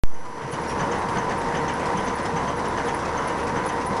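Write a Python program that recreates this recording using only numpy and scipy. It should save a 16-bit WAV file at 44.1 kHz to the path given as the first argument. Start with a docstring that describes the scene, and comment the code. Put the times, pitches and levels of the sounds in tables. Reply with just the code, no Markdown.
"""A pop is heard first as the camera starts; over its faint whine, a large dog galloping on a motor
treadmill in a small room fades in. Sliding friction makes the belt rumble, and the rotating drive hums.
In each stride two hind paws scuff and two front paws land; the impacts thump the deck, and heavy ones
excite its low resonance. Claws squeak on the belt by stick-slip, and the collar's metal jingles thinly."""
import sys
import numpy as np
from scipy import signal
from scipy.fft import rfft, irfft, next_fast_len
from scipy.io import wavfile
from scipy.ndimage import uniform_filter1d, map_coordinates

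SR = 44100
rng = np.random.default_rng(int(sys.argv[2]) if len(sys.argv) > 2 else 0)


def int16_out(signal):
    """Quantize to a 16-bit WAV file."""
    q = np.round(np.clip(np.atleast_2d(signal).T, -1, 1) * 32767)
    wavfile.write(sys.argv[1], SR, q.astype(np.int16))


N = 176400
T = np.arange(N) / SR

# lines of the camera's whine (f/Hz, level/dB, width/Hz)
WHINE_LINES = [(4398, -72, 20), (4942, -70, 12), (5897, -60, 24), (7402, -76, 20), (9959, -73, 20),
               (10277, -66.5, 45), (11780, -82, 20)]
# spectrum of the camera's hiss (f/Hz, relative level/dB)
HISS_SPECTRUM = [(100, -2), (2000, -7), (6000, -9), (10000, -9), (12000, -26)]
# opening fade (t/s, gain/dB)
FADE_IN = [(.04, -21.5), (.2, -15), (.35, -10), (.5, -6.5), (.65, -3.5), (.8, -1)]
# spectrum of the belt sliding on the deck (f/Hz, relative level/dB)
BELT_SPECTRUM = [(15, -43), (25, -6.5), (74, -14.5), (98, -7.5), (178, -3.5), (386, -6.5), (475, -2.5),
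                 (648, -7.5), (954, -2), (1370, -10.5), (1970, -13), (2420, -22), (3380, -27.5),
                 (4380, -29.5), (6130, -28.5), (6620, -34), (8580, -38), (10300, -37), (12000, -60),
                 (15600, -88), (22000, -120)]
# hum of motor and rollers (f/Hz, relative level/dB, width/Hz)
DRIVE_LINES = [(72.5, -44, 7), (98.4, -50.5, 6), (188.8, -49, 7), (298, -44.5, 12), (346.7, -43.5, 8),
               (440.4, -47, 7), (469, -40, 8), (478.7, -40.5, 8), (553.5, -45.5, 12), (787.5, -44, 20),
               (925, -36, 8), (997, -36, 6), (1021, -42, 42), (1114, -46, 25), (1533, -48.5, 20),
               (2024, -53, 25)]
# slow swell of belt and drive together (t/s, gain/dB)
TREADMILL_GAIN = [(.8, 1), (1.0, 0.6), (1.42, 0.5), (1.59, 0.5), (1.63, 0), (1.72, 0), (1.93, 1.5),
                  (2.11, -0.5), (2.2, .5), (2.49, 0.5), (2.54, -0.5), (2.68, 1), (2.8, 1), (2.9, 0),
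                  (3.15, 1.5), (3.4, 0.5), (3.6, 1), (3.9, 0.5)]
# jingles of the collar (t/s, relative level/dB, f/Hz, T60/s)
COLLAR_STRIKES = [(0.518, -31, 9990, 0.066), (.613, -42, 9970, .1), (.678, -35.5, 5613, .22),
                  (.688, -41, 9950, 0.15), (.984, -42, 9960, 0.065), (1.1, -50, 9950, .15),
                  (1.15, -47, 9545, .07), (1.38, -41, 9960, 0.076), (1.552, -48, 9970, .07),
                  (1.738, -41, 9980, 0.044), (1.972, -45, 9970, .09), (2.002, -52, 9950, .1),
                  (2.045, -40, 9960, .07), (2.155, -40.5, 9980, 0.054), (2.224, -44.5, 9545, 0.1),
                  (2.568, -40, 9980, .05), (2.68, -41, 9960, 0.07), (2.86, -43, 9960, .12),
                  (2.946, -36, 10150, 0.036), (3.232, -47, 9980, .05), (3.275, -37, 10000, .04),
                  (3.382, -43, 9960, .07), (3.428, -43, 9950, .12), (3.663, -32.5, 9970, .09),
                  (3.725, -48, 9950, .08), (3.858, -45, 9545, .12), (3.864, -38, 9950, 0.12)]
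# modes of the collar's metal (frequency ratio, relative level/dB)
COLLAR_MODES = [(1, 0.5), (1.213, -26), (.909, -13)]
# spectrum of metal rubbing on metal (f/Hz, relative level/dB)
RUB_SPECTRUM = [(4000, -30), (7000, -10), (10000, 2), (12000, -14)]
# claws slipping on the belt (t/s, relative level/dB)
CLAW_SLIPS = [(0.144, -27), (0.4244, -39), (0.5344, -30.5), (0.7906, -34), (0.8101, -30.5), (0.916, -33),
              (1.185, -28), (1.2979, -34), (1.5714, -32.5), (1.6826, -30), (1.9744, -31.5), (2.0652, -39),
              (2.0815, -30.5), (2.373, -30.5), (2.4838, -34), (2.7766, -32.5), (2.886, -34), (3.1777, -29),
              (3.2824, -39), (3.5703, -32.5), (3.69, -31)]
# heavy footfalls that ring the deck (t/s, relative level/dB, f/Hz)
DECK_BOOMS = [(.812, -21.5, 167), (1.158, -26, 188), (1.576, -31, 173), (1.945, -23.5, 174),
              (2.254, -25, 168), (2.336, -23, 164), (3.515, -25, 225), (3.574, -31, 176), (3.905, -24, 199)]
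# spectra of hind brush, front scuff, deck thump and belt slap (f/Hz, relative level/dB)
BRUSH_SPECTRUM = [(1000, -6), (2500, 5), (4000, -4.5), (5300, 2.5), (7500, -7), (10000, -12), (12000, -27)]
SCUFF_SPECTRUM = [(800, -30), (2000, -3.5), (3000, 8), (4000, -4), (5400, -1), (7000, -4), (10000, -20),
                  (12000, -35)]
THUMP_SPECTRUM = [(30, -15), (90, -18), (130, 1.5), (180, -2.5), (260, -3.5), (450, -17), (900, -13),
                  (3000, -80)]
SLAP_SPECTRUM = [(150, -5), (400, -5.5), (800, 2.5), (1300, -4), (1900, -1.5), (2600, -15), (5000, -50)]
# hind paw landings, levels relative (t/s, brush level/dB, thump level/dB, brush T60/s)
HIND_LANDINGS = [(.25, -39, -34, 0.12), (.636, -39.5, -41, 0.12), (.694, -36, -32, 0.095),
                 (1.016, -42, -42, .08), (1.083, -36.5, -30.5, .08), (1.41, -40, -56, .08),
                 (1.479, -50, -38, .08), (1.792, -39.5, -41, .08), (1.854, -34.5, -35, .07),
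                 (2.184, -41, -31, .08), (2.252, -34, -30, 0.064), (2.589, -38.5, -32, .09),
                 (2.651, -38.5, -32, .08), (2.989, -40, -35, .1), (3.05, -36.5, -36, 0.063),
                 (3.392, -41, -47, 0.087), (3.469, -37.5, -26.5, .08), (3.808, -40.5, -39, .13),
                 (3.845, -43, -28, .09), (3.964, -35, -32, .07)]
# front paw landings, levels relative (t/s, scuff level/dB, thump level/dB, slap level/dB)
FRONT_LANDINGS = [(0.4174, -30, -26, -30.5), (0.525, -24, -27.5, -31), (0.7966, -30.5, -27.5, -28.5),
                  (0.915, -29.5, -33, -31.5), (1.1593, -29.5, -28, -28), (1.296, -28, -32, -26.5),
                  (1.5464, -30, -26, -27.5), (1.6786, -27.5, -28.5, -27), (1.969, -31, -32.5, -34),
                  (2.0694, -31, -30, -33), (2.3614, -29, -27.5, -29), (2.4753, -29.5, -34.5, -33),
                  (2.771, -31, -36, -30), (2.8769, -29, -32.5, -28.5), (3.1747, -39, -36, -31),
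                  (3.2774, -28.5, -36, -32), (3.5594, -42, -34, -27.5), (3.692, -29, -46, -30)]


def amp(db):
    """Amplitude ratio of a level in decibels."""
    return 10 ** (np.asarray(db) / 20)


def unit_rms(x):
    """Normalisation to unit mean power."""
    return x / np.sqrt(np.mean(x ** 2) + 1e-20)


def wobble(rate):
    """Smooth random modulation: cubic interpolation through `rate` Gaussian values a second."""
    return map_coordinates(rng.standard_normal(16000), [T * rate], order=3)


def filtered(x, response):
    """Linear filtering: the spectrum is multiplied by a frequency response."""
    size = next_fast_len(N + SR // 2)
    return irfft(rfft(x, size) * response(np.fft.rfftfreq(size, 1 / SR)), size)[:N]


def noise(spectrum, patchy_db=0, grain_db=0):
    """Spectral shaping of white noise to rms 1, modulated by fine grain and time-frequency patches."""
    grainy = rng.standard_normal(N) * amp(grain_db * wobble(900))
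    frames = signal.stft(grainy, nperseg=512)[2]
    patches = uniform_filter1d(rng.standard_normal(frames.shape), size=5, axis=0)
    patches = unit_rms(uniform_filter1d(patches, size=8, axis=1))
    patchy = signal.istft(frames * amp(patchy_db * patches), nperseg=512)[1][:N]
    freqs, db = np.transpose(spectrum)
    return unit_rms(filtered(patchy, lambda hz: amp(np.interp(np.log(hz + 1), np.log(freqs), db))))


def burst(start, attack_s, t60):
    """Envelope of a damped vibration: exponential rise and decay, with peak 1."""
    age = np.maximum(T - start, 0)
    shape = (1 - np.exp(-age / attack_s)) * np.exp(-np.log(1000) * age / t60)
    return shape / (shape.max() + 1e-12)


def bursts(times, levels, lead_s, attack_s, t60):
    """Incoherent summation: the envelopes of separate contacts add in power."""
    return np.sqrt(sum((amp(db) * burst(t - lead_s, attack_s, t60)) ** 2 for t, db in zip(times, levels)))


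def tones(lines, noise_share):
    """Line broadening: each tone wavers in frequency, and a share of its power is narrow-band noise."""
    out = np.zeros(N)
    for hz, db, width in lines:
        phase = 2 * np.pi * (np.cumsum(hz + width / 4 * wobble(width)) / SR + rng.random())
        narrow_noise = wobble(1.5 * width) + 1j * wobble(1.5 * width)
        phasor = np.sqrt(1 - noise_share) + np.sqrt(noise_share / 2) * narrow_noise
        out += amp(db) * unit_rms(np.real(phasor * np.exp(1j * phase)))
    return out


def camera_noise():
    """Self-noise: the camera adds faint high tones and broadband hiss."""
    return tones(WHINE_LINES, noise_share=0.061) + amp(-60) * noise(HISS_SPECTRUM)


def camera_pop(start, step=0.31, swell=0.18, rise_s=0.0037, decay_s=0.084):
    """Switch-on transient: an offset jumps up, swells briefly and relaxes exponentially."""
    age = np.maximum(T - start, 0)
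    return (step + swell * (1 - np.exp(-age / rise_s))) * np.exp(-age / decay_s) * (T >= start)


def room(x, t60=0.35, tail_db=-11.5):
    """Reverberation: reflections from bare walls merge into a short, exponentially decaying tail."""
    t = T[:SR // 2]
    tail = rng.standard_normal(len(t)) * np.exp(-np.log(1000) * t / t60) * (t > 0.004)
    return x + amp(tail_db) * signal.fftconvolve(x, tail / np.linalg.norm(tail))[:N]


def treadmill():
    """Sliding friction of belt on deck gives broadband rumble; rotation of motor and rollers gives hum."""
    belt = noise(BELT_SPECTRUM, patchy_db=1, grain_db=1)
    belt *= amp(-27 + 0.78 * wobble(34.65))  # the level flutters slightly
    hum = tones(DRIVE_LINES, noise_share=0.2)
    return amp(np.interp(T, *np.transpose(TREADMILL_GAIN))) * (belt + hum)


def collar(waver_hz=34.5):
    """Free vibration: small metal parts scrape, then ring in one high mode and two weak inharmonic ones."""
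    drift_cycles = np.cumsum(waver_hz * wobble(300)) / SR
    rings, contact = np.zeros(N), np.zeros(N)
    for start, db, hz, t60 in COLLAR_STRIKES:
        phase = 2 * np.pi * (hz * T + drift_cycles)
        note = sum(amp(level) * np.sin(ratio * phase) for ratio, level in COLLAR_MODES)
        rings += amp(db - 2.5) * burst(start - 0.002, attack_s=0.0076, t60=t60) * note
        contact += amp(db - 14) * burst(start - 0.006, attack_s=0.008, t60=0.046)
    chatter = amp(2.7 * wobble(300) + 1.5 * wobble(80))
    return rings * chatter + contact * noise(RUB_SPECTRUM, grain_db=4.5)


def claws(squeak_hz=6156, sag_hz_per_s=9000, waver_hz=132):
    """Stick-slip on rubber: a rough squeak sags in pitch, with a softer subharmonic an octave below."""
    out, waver = np.zeros(N), waver_hz * wobble(500)
    for start, db in CLAW_SLIPS:
        hz = squeak_hz - sag_hz_per_s * np.clip(T - start, 0, 0.022) + waver
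        phase = 2 * np.pi * np.cumsum(hz) / SR
        squeak = burst(start - 0.003, attack_s=0.0032, t60=0.05) * np.sin(phase)
        subharmonic = amp(-9.5) * burst(start, attack_s=0.006, t60=0.19) * np.sin(phase / 2)
        out += amp(db - 4.5) * (squeak + subharmonic)
    roughness = amp(2.2 * wobble(350))
    return out * roughness


def deck():
    """Damped resonance: the board flexes under a heavy footfall and rings briefly at a low pitch."""
    return sum(amp(db) * burst(start, attack_s=0.0081, t60=0.097) * np.sin(2 * np.pi * hz * (T - start))
               for start, db, hz in DECK_BOOMS)


def hind_paws():
    """Friction and light impact: each hind paw brushes the belt briefly and thumps the deck."""
    brush_power = sum((amp(db) * burst(start, attack_s=0.0061, t60=t60)) ** 2
                      for start, db, _, t60 in HIND_LANDINGS)
    times, _, thump_db, _ = np.transpose(HIND_LANDINGS)
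    thump = bursts(times, thump_db - 3.5, lead_s=0.0034, attack_s=0.013, t60=0.26)
    return (thump * noise(THUMP_SPECTRUM)
            + np.sqrt(brush_power) * noise(BRUSH_SPECTRUM, patchy_db=3, grain_db=1.5))


def front_paws():
    """Impact excitation: each front paw gives a high scuff, a low deck thump and a mid-range belt slap."""
    times, scuff_db, thump_db, slap_db = np.transpose(FRONT_LANDINGS)
    scuff = bursts(times, scuff_db - 11, lead_s=0.0058, attack_s=0.014, t60=0.17)
    thump = bursts(times, thump_db - 0.5, lead_s=0.0037, attack_s=0.018, t60=0.24)
    slap = bursts(times, slap_db - 0.5, lead_s=0.0038, attack_s=0.012, t60=0.21)
    return (scuff * noise(SCUFF_SPECTRUM, patchy_db=3, grain_db=3)
            + thump * noise(THUMP_SPECTRUM)
            + slap * noise(SLAP_SPECTRUM, grain_db=3))


def scene():
    """Superposition: machine and deck booms arrive directly; paws, claws and collar also reverberate."""
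    return (treadmill() + deck() + room(front_paws() + hind_paws() + claws() + collar()))[None]


def record(dry):
    """Gating and band limiting: the camera starts with a pop, fades the scene in and cuts the top treble."""
    start_s, cutoff_hz, edge_hz = 0.0363, 12200, 30
    faded = dry[0] * amp(np.interp(T, *np.transpose(FADE_IN)))
    sound = (faded + camera_noise()) * (T >= start_s) + camera_pop(start_s)
    return filtered(sound, lambda hz: 0.5 - 0.5 * np.tanh((hz - cutoff_hz) / (2 * edge_hz)))[None]


dry = scene()
out = record(dry)
int16_out(out)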